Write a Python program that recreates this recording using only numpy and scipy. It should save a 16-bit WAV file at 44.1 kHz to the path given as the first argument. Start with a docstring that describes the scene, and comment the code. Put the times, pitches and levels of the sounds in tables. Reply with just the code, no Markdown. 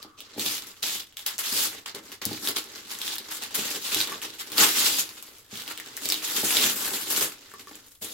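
"""Tearing gift paper off a box

Hands tear and crumple gift paper off a cardboard box in a soft-furnished bedroom. Breaking fibres are
trains of tiny impulses filtered to the colours of paper; snaps are short decaying tones with a sharp edge.
The hollow box booms as a set of resonances under the fingers, and the stiff lid rings when tapped.
A brief decaying room answer, a steady hush and a fading hum lie beneath, heard at two microphone ports."""
import sys
import numpy as np
from scipy import signal
from scipy.fft import rfft, irfft, next_fast_len
from scipy.io import wavfile
from scipy.ndimage import uniform_filter1d, map_coordinates

SR = 44100
rng = np.random.default_rng(int(sys.argv[2]) if len(sys.argv) > 2 else 0)


def inscribe(sig):
    """Save sig as 16-bit PCM at rate SR to the path in sys.argv[1].

    A 1-D sig is mono; a 2-D sig holds one channel per row.
    Samples are clipped to [-1, 1] before scaling.
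    """
    pcm = np.round(np.clip(np.atleast_2d(sig).T, -1, 1) * 32767)
    wavfile.write(sys.argv[1], SR, pcm.astype(np.int16))


N = 358533

# Resonances of the hollow carton at rest.
# Each row: centre in Hz, undamped width in Hz, nominal level in dB.
BOX = [(103, 21, -4), (212.3, 23.5, -2.5), (300, 22, 0.5), (369, 46, -2.5), (461, 133, -7)]


def tearing():
    """Stick-slip fracture: the tear runs in jerks, and a strong pull packs its breaks more densely."""
    # Spectra of the crackle, the torn edge and the broad folds.
    # Each row: frequency in Hz, relative level per Hz in dB.
    paper_colour = [(1500, -29), (2500, -7), (3500, -3.5), (5000, -5), (7500, -8.5), (12000, -40)]
    fibre_colour = [(4000, -23.5), (7000, -3.5), (9000, -5.5), (12000, -2), (15500, -8)]
    fold_colour = [(450, -54), (750, -4.5), (1300, -0.5), (2200, -2), (3200, -51)]
    effort_s, light_db, packing = 0.1, -53, 0.29  # breaks pack closer above light_db
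    crinkle_db = -6.5  # over the crackle, before jerks and packing

    crackle, fibres, folds, box = handling()
    effort_db = uniform_filter1d(20 * np.log10(crackle), round(effort_s * SR))
    dense = amp(packing * (effort_db - light_db))
    jerk_db = (6.1 * slips(55) + 1.7 * wobble(140)) / (1 + 1.15 * dense)
    jerk = amp(jerk_db)

    def breaks(colour, count, spread_db, smooth):
        train = jerk * cracks(count, spread_db, smooth)
        return unit(filtered(train, lambda hz: amp(along(colour, hz))))

    sheet = breaks(paper_colour, count=9000, spread_db=3.0, smooth=0.84 * dense)
    edge = breaks(fibre_colour, count=7000, spread_db=2.0, smooth=0.68 * dense)
    fold = breaks(fold_colour, count=5000, spread_db=5.0, smooth=1.44 * dense)
    body = boom(jerk * cracks(count=3000, spread_db=2.5, smooth=0.28))
    torn = patchy(crackle * sheet + fibres * edge + folds * fold, patch_db=1.64)
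    crinkle_gain = crackle * amp(crinkle_db + jerk_db) / np.sqrt(1 + dense)
    return torn + box * body + crinkle_gain * crinkles(count=1500)


def handling():
    """Incoherent sources add in power: gains of crackle, fibres, folds and box, pulls over rustle."""
    # Pulls on the paper. Each row: start in seconds, rise in seconds (at least 1 ms), hold in seconds,
    # crackle level in dB, then relative to the crackle: thin fibres, broad folds and box, all in dB.
    pulls = [(0.165, 0.022, 0.0095, -43.5, -10, -13, -9.5), (0.36, 0.037, 0.16, -32, -0.5, -14.5, -18),
             (0.819, 0.0091, 0.13, -30, -1, -12.5, -20), (1.166, 0.003, 0.044, -44, 1, -11, -25),
             (1.259, 0.0049, 0.021, -32.5, 0, -7.5, -28), (1.383, 0.0058, 0.0055, -28.5, 3.5, -6.5, -20),
             (1.427, 0.013, 0.09, -30.5, -0.5, -12.5, -23), (1.485, 0.081, 0.093, -26.5, 2, -12, -18),
             (1.856, 0.0044, 0.029, -43, -6, -3, -14), (1.944, 0.0017, 0.003, -40.5, -4.5, -3.5, -2.5),
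             (1.992, 0.044, 0.11, -49, -4.5, -5.5, -6), (2.214, 0.003, 0.008, -35.5, -7, -6, -10.5),
             (2.257, 0.003, 0.11, -38, -4, -7.5, -11.5), (2.336, 0.14, 0.02, -34, 1.5, -5.5, -6),
             (2.554, 0.011, 0.006, -29.5, -1.5, -8.5, -12.5), (2.832, 0.091, 0.01, -37.5, -1.5, -7, -18),
             (2.975, 0.034, 0.13, -36, -3.5, -12, -19.5), (3.297, 0.016, 0.038, -36.5, 2.5, -7.5, -33),
             (3.41, 0.013, 0.028, -37.5, -4, -8.5, -28), (3.539, 0.0077, 0.014, -28, 2, -8, -13),
             (3.562, 0.016, 0.18, -36.5, 0.5, -8.5, -9.5), (3.761, 0.086, 0.19, -32, -1.5, -12, -21),
             (4.054, 0.021, 0.039, -39, -3, -0.5, -6.5), (4.216, 0.0062, 0.0066, -34, -3, -6, -11.5),
             (4.374, 0.019, 0.015, -36.5, -2, -9, -21), (4.515, 0.008, 0.034, -39.5, -3, -6.5, -11.5),
             (4.542, 0.049, 0.047, -19, 0, -7, -15), (4.627, 0.016, 0.16, -29.5, 1.5, -9.5, -18),
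             (4.723, 0.051, 0.11, -23.5, 0, -13.5, -18.5), (4.891, 0.034, 0.083, -28.5, 1.5, -15, -16.5),
             (5.476, 0.055, 0.078, -39, -4, -8.5, -14.5), (5.64, 0.042, 0.036, -40.5, -2, -4, -12.5),
             (5.94, 0.092, 0.16, -37, -1.5, -24, -9.5), (6.19, 0.056, 0.16, -34.5, 1.5, -7.5, -14),
             (6.32, 0.044, 0.011, -30.5, 2.5, -9, -15.5), (6.388, 0.054, 0.083, -31.5, 3.5, -11.5, -26),
             (6.474, 0.082, 0.11, -26, -0.5, -10, -15), (6.673, 0.026, 0.33, -36.5, 4.5, -7, -12),
             (7.003, 0.11, 0.14, -30.5, 4, -7, -10), (8.009, 0.0065, 0.13, -42, 4, -10.5, -10)]
    # The sheet shifting between pulls. Each row: time in seconds, crackle level in dB,
    # thin fibres over that crackle in dB.
    rustle_points = [(0, -49, -9), (.12, -70.5, -8), (.3, -52, -13), (.7, -50, 0.5), (1.05, -70, -10),
                     (1.2, -60, -13), (1.75, -41, -6), (2.15, -109, 8), (2.7, -48, -5), (3.3, -46, -6),
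                     (4.3, -46.5, -4), (5.1, -46.5, 1.5), (5.45, -58, 0), (5.9, -44.5, -6.5),
                     (7.35, -53, -6), (7.8, -53.5, -1), (7.98, -70, 11.5)]
    folds_db, box_db = -6.5, -8.5  # over the rustle's crackle
    release_db_per_s = 280  # every pull dies away alike once the fingers stop

    t = np.arange(N) / SR
    times, *columns = np.transpose(rustle_points)
    rustle_db, fibres_db = (np.interp(t, times, c) for c in columns)
    levels_db = [rustle_db, rustle_db + fibres_db, rustle_db + folds_db, rustle_db + box_db]
    power = amp(levels_db) ** 2
    for start, rise, hold, db, *shares_db in pulls:
        first = round(start * SR)
        since = t[first:][:SR] - start
        rise = max(rise, .001)
        swell = np.clip(since / rise, 0, 1) ** 2
        release = amp(-release_db_per_s * np.clip(since - rise - hold, 0, 1))
        gains = amp(db + np.r_[0, shares_db])
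        power[:, first:][:, :SR] += np.outer(gains, swell * release) ** 2
    return np.sqrt(power)


def slips(rate):
    """Relaxation after random slips (rate a second): a log curve of mean 0 and rms 1."""
    slip_s = 0.013  # time constant: each slip starts at once and fades exponentially
    kicks = (rng.random(N) < rate / SR) * rng.exponential(size=N)
    fading = filtered(kicks, lambda hz: 1 / (1 / (slip_s * SR) + 2j * np.pi * hz / SR))
    x = np.log(0.58 + fading.clip(0))
    return unit(x - x.mean())


def cracks(count, spread_db, smooth):
    """Impulsive fracture noise: unequal breaks reach the ports apart in time; smooth adds steady noise."""
    lead_s = .00014  # widest lead of one port over the other
    u = rng.random((count, 4))
    sign = np.sign(u[:, 1] - .5)
    size = sign * amp(-spread_db * np.log(1 - u[:, 2]).clip(-4.2, 0))
    lag = (u[:, 3] - .5) * lead_s * SR
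    at = [np.clip(u[:, 0] * N + side * lag, 0, N - 1).astype(int) for side in (1, -1)]
    train = unit(np.array([np.bincount(i, size, N) for i in at]))
    return (train + smooth * rng.standard_normal((2, N))) / np.sqrt(1 + smooth ** 2)


def patchy(x, patch_db):
    """Time-varying spectrum: different patches of the sheet sound, so the colour keeps shifting."""
    z = signal.stft(x, nperseg=256)[2]
    field = rng.standard_normal(z.shape[1:])
    field = uniform_filter1d(uniform_filter1d(field, 7, 0), 9, 1)
    return signal.istft(z * amp(patch_db * unit(field)), nperseg=256)[1][:, :N]


def crinkles(count):
    """Buckling of scattered small creases: damped tones at their own pitches, panned by power."""
    middle_hz, log_spread = 3760, 0.25
    u, t = rng.random((count, 3)), np.arange(SR // 200)
    hz = middle_hz * np.exp(log_spread * rng.standard_normal((count, 1)).clip(-1.6, 2))
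    cycles = hz * t / SR
    size_db = -5.3 * np.log(1 - u[:, 1:2]).clip(-3, 0)
    pops = np.sin(2 * np.pi * cycles) * amp(size_db - 5 * cycles)  # 5 dB lost each cycle
    at = ((u[:, :1] * N).astype(int) + t).ravel()
    ports = []
    for side in (1, -1):
        pan = np.sqrt(.5 + side * (u[:, 2:] - .5) / 2)
        ports.append(np.bincount(at, (pops * pan).ravel(), N + SR)[:N])
    return unit(np.array(ports))


def boom(drive):
    """Modal resonance under a shifting grip: fades between slacker and tauter modes of the carton."""
    flex = 0.05  # share by which the grip shifts the modes down or up
    turn = np.pi / 4 * (1 + np.tanh(wobble(9)))
    slack, taut = (filtered(drive, modes([(hz * k, w, db) for hz, w, db in BOX]))
                   for k in (1 - flex, 1 + flex))
    return unit(np.cos(turn) * slack + np.sin(turn) * taut)


def snaps():
    """Snap-through buckling: a few cycles at the patch's pitch, a sharp edge and a short flutter."""
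    # Creases giving way. Each row: time in seconds, level of the pop in dB, pitch in Hz,
    # level of the sharp edge in dB (both levels ahead of the final high-pass).
    creases = [(0.0276, -26, 4470, -56), (0.205, -27, 3330, -27), (0.3957, -16, 4000, -18),
               (0.462, -15, 3470, -32), (0.8294, -15, 3970, -20), (1.1246, -41, 3070, -57),
               (1.17, -23, 3300, -20), (1.1932, -26, 3500, -35), (1.264, -20, 3400, -10),
               (1.3813, -19, 6500, -24), (1.862, -28, 3130, -40), (1.949, -22.5, 4200, -26),
               (2.118, -31.5, 2860, -25), (2.2192, -27, 2400, -27), (2.2535, -20, 4450, -4.5),
               (2.3306, -21.5, 4300, -32), (2.4736, -11, 3700, -20), (2.487, -14, 4550, -13),
               (2.5693, -19, 3980, -18), (2.7184, -40, 2570, -32), (2.9056, -27, 3600, -38),
               (2.988, -22, 6500, -28), (3.016, -16.5, 3620, -32), (3.0787, -17, 3470, -35),
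               (3.1566, -27, 3400, -15), (3.183, -18.5, 4170, -22), (3.3217, -29, 3180, -26),
               (3.4362, -24, 4320, -17), (3.5535, -17, 3500, -5), (3.9457, -10, 3760, -8),
               (4.0039, -10, 4070, -18), (4.0132, -10.5, 4030, -28), (4.0734, -20, 3560, -30),
               (4.2172, -22.5, 2980, -42), (4.519, -25, 4270, -23), (4.5815, -5.5, 4530, -28),
               (5.0913, -26.5, 4500, -43), (5.2256, -25, 11600, -27), (5.3844, -38, 6660, -30),
               (5.556, -25, 3200, -33), (5.5738, -23.5, 4050, -31), (5.6205, -28, 3180, -22),
               (5.6782, -22.5, 3000, -33), (5.7756, -26, 3020, -22), (5.8, -26, 1900, -23),
               (5.874, -34, 4060, -37), (5.9678, -20, 7030, -19), (5.9748, -27.5, 1830, -17),
               (6.0563, -14.5, 4500, -9.5), (6.089, -12.5, 7840, -11), (6.101, -9.5, 5160, -20),
               (6.1224, -7.5, 3970, -9), (6.143, -14, 3840, -23), (6.5694, -5, 3770, -22),
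               (7.5165, -36.5, 1540, -42), (7.755, -29, 7500, -46), (7.883, -42, 7500, -38),
               (8.046, -23, 7800, -28)]
    out, t = np.zeros((2, N + SR)), np.arange(SR // 20) / SR
    sharp = signal.butter(2, .22, "high", output="sos")  # cutoff as a share of half the sample rate
    rise = 1 - np.exp(-t / 0.00028)
    for s, db, hz, edge_db in creases:
        lag = rng.integers(0, 3, 2)  # samples, one for each port
        pop = peaked(rise * np.sin(2 * np.pi * hz * t) * amp(-60 * t * hz / 9))  # 60 dB in 9 cycles
        for ch in (0, 1):
            hiss = rng.standard_normal(len(t))
            flutter = 0.41 * rise * hiss * amp(-60 * t / 0.019)
            burst = hiss * amp(-60 * t / 0.0058) + 3 * (t == 0)
            edge = peaked(signal.sosfilt(sharp, burst))
            out[ch, round(s * SR) + lag[ch]:][:len(t)] += amp(db) * (pop + flutter) + amp(edge_db) * edge
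    return filtered(out[:, :N], lambda hz: 1 / (1 - 1j * 900 / (hz + 1)))  # high-pass near 900 Hz


def knocks():
    """Modal excitation by a fingertip, each time on another spot; slower pushes reach only lower modes."""
    # Fingers on the box. Each row: time in seconds, peak level in dB,
    # length of the push in milliseconds (at least 0.5).
    touches = [(0.047, -41, 1.1), (0.362, -35, 1.5), (0.379, -26.5, 1.9), (0.458, -32.5, 2),
               (1.521, -34.5, 2.1), (2.2625, -24.5, 4), (2.312, -26.5, 2.2), (3.586, -29.5, 1.7),
               (3.96, -28.5, 1.5), (5.527, -34.5, 4), (6.433, -24, 1.3), (6.916, -30.5, .6),
               (7.712, -42.5, 2.1), (8.016, -39, 4.7)]
    # The struck wall itself. Each row: centre in Hz, undamped width in Hz, nominal level in dB.
    wall = [(840, 70, -4)]
    damping = 1.27  # the resting finger widens the modes it strikes
    out, t_ms = np.zeros(N + SR), np.arange(SR // 4) / SR * 1000
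    for s, db, ms in touches:
        push = -np.sin(np.pi * np.clip(t_ms / max(ms, .5), 0, 1) ** .5)
        struck = [(hz, w * damping, level + rng.normal(0, 2.6)) for hz, w, level in [*BOX, *wall]]
        ring = filtered(push, modes(struck))[:len(t_ms)]
        out[round(s * SR):][:len(t_ms)] += amp(db) * peaked(ring)
    return out[:N]


def taps():
    """Free vibration: a knuckle on the stiff lid rings its few modes, with a burst of contact noise."""
    # Taps on the bare lid. Each row: time in seconds, level in dB to which the lid levels add.
    tap_events = [(4.12, -39), (7.5386, -46.5), (7.672, -48)]
    # Modes of the lid. Each row: frequency in Hz, level over the tap in dB.
    lid_modes = [(430, 3), (1150, 11), (1750, 2)]
    lid_t60, contact_t60 = 0.035, 0.0072  # seconds to fall by 60 dB
    out, t = np.zeros(N + SR), np.arange(SR // 8) / SR
    for s, db in tap_events:
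        ring = sum(amp(level) * np.sin(2 * np.pi * hz * t) for hz, level in lid_modes)
        contact = amp(db + 10 - 60 * t / contact_t60) * rng.standard_normal(len(t))
        out[round(s * SR):][:len(t)] += amp(db - 60 * t / lid_t60) * ring + contact
    return out[:N]


def room(x):
    """Reverberation from bedding and walls: each frequency decays at its own rate, apart at each port."""
    # Reverberation times. Each row: frequency in Hz, time to fall by 60 dB in seconds.
    decay_times = [(200, 0.37), (2000, 0.2), (12000, 0.085)]
    hz, t, z = signal.stft(rng.standard_normal((2, SR // 2)), SR, nperseg=256)
    decay = amp(-60 * t / along(decay_times, hz)[:, None])
    tail = signal.istft(z * decay, SR, nperseg=256)[1]
    delayed = np.pad(x, ((0, 0), (150, 0)))  # samples before the answer begins
    return signal.fftconvolve(delayed, tail / np.linalg.norm(tail[0]), axes=1)[:, :N]


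def air():
    """Stationary filtered noise: the hush of room and microphone, with a faint narrow hum fading away."""
    # Colour of the hush. Each row: frequency in Hz, relative level per Hz in dB.
    hush_colour = [(25, -5), (120, 0.5), (200, -22), (2000, -22), (6000, -24), (15500, -29)]
    # Fading of the hum. Each row: time in seconds, level in dB.
    hum_fade = [(0, -52.5), (.3, -66), (.4, -83)]
    # Resonance of the hum, applied twice. Each row: centre in Hz, width of one pass in Hz,
    # relative level of one pass in dB.
    hum_band = [(1200, 290, 0)]
    noise = rng.standard_normal((2, N))
    hush = amp(-64.5) * unit(filtered(noise, lambda hz: amp(along(hush_colour, hz))))
    hum = unit(filtered(rng.standard_normal((2, N)), lambda hz: modes(hum_band)(hz) ** 2))
    return hush + amp(np.interp(np.arange(N) / SR, *np.transpose(hum_fade))) * hum


def modes(table):
    """Modal superposition: resonances of alternating sign on a body too small to radiate deep bass."""
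    def response(f):
        total = 0
        for k, (c, w, db) in enumerate(table):
            total = total + (-1) ** k * amp(db) * 1j * f * w / (c * c - f * f + 1j * f * w)
        return (f / (f + 90)) ** 2 * total
    return response


def filtered(x, response):
    """Linear filtering: the spectrum of x times a complex response of frequency."""
    m = next_fast_len(N + SR // 2)
    return irfft(rfft(x, m) * response(np.fft.rfftfreq(m, 1 / SR)), m)[..., :N]


def wobble(rate):
    """Band-limited random motion: a smooth curve through rate random knots a second."""
    knots = rng.standard_normal(int(N * rate / SR) + 4)
    return map_coordinates(knots, [np.arange(N) * rate / SR])


def along(points, hz):
    """Interpolation of (Hz, value) points on a logarithmic frequency axis."""
    f, v = np.transpose(points)
    return np.interp(np.log(hz + 1), np.log(f + 1), v)


def amp(db):
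    """Logarithmic level to linear gain: 20 dB for each factor of ten."""
    return 10 ** (np.asarray(db) / 20)


def unit(x):
    """Energy normalisation: scaled to rms 1."""
    return x / np.sqrt(np.mean(x ** 2) + 1e-20)


def peaked(x):
    """Peak normalisation: scaled to peak 1."""
    return x / np.abs(x).max()


def scene():
    """Superposition of direct sound, room answer and hush; small light sources radiate no deep bass."""
    sources = np.array([tearing(), snaps() + knocks() + taps()])
    near, clicks = filtered(sources, lambda hz: hz ** 3 / (hz ** 3 + 85 ** 3))
    return near + clicks + room(amp(-7.5) * near + amp(-3.0) * clicks) + air()


def record(dry):
    """Mid-side pickup: close ports share the bass, each has its own tone, and the top is band-limited."""
    # Difference between the ports. Each row: frequency in Hz, gain of the side signal in dB.
    side_gain = [(30, -6.5), (120, -6.5), (300, -9.5), (700, -1), (3000, -1), (10000, -0.5)]
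    # Tonal balance of the ports. Each row: frequency in Hz, left gain minus right gain in dB.
    lean = [(60, 3.5), (240, 0.5), (950, 1), (3770, -2.5), (15000, 4.5)]
    top_hz = 15900
    mid_side = np.array([dry[0] + dry[1], dry[0] - dry[1]]) / 2
    mid, side = filtered(mid_side, lambda hz: [1 + 0 * hz, amp(along(side_gain, hz))])
    ports = np.array([mid + side, mid - side])
    return filtered(ports, lambda hz: amp(np.outer([.5, -.5], along(lean, hz))) * (hz < top_hz))


dry = scene()
out = record(dry)
inscribe(out)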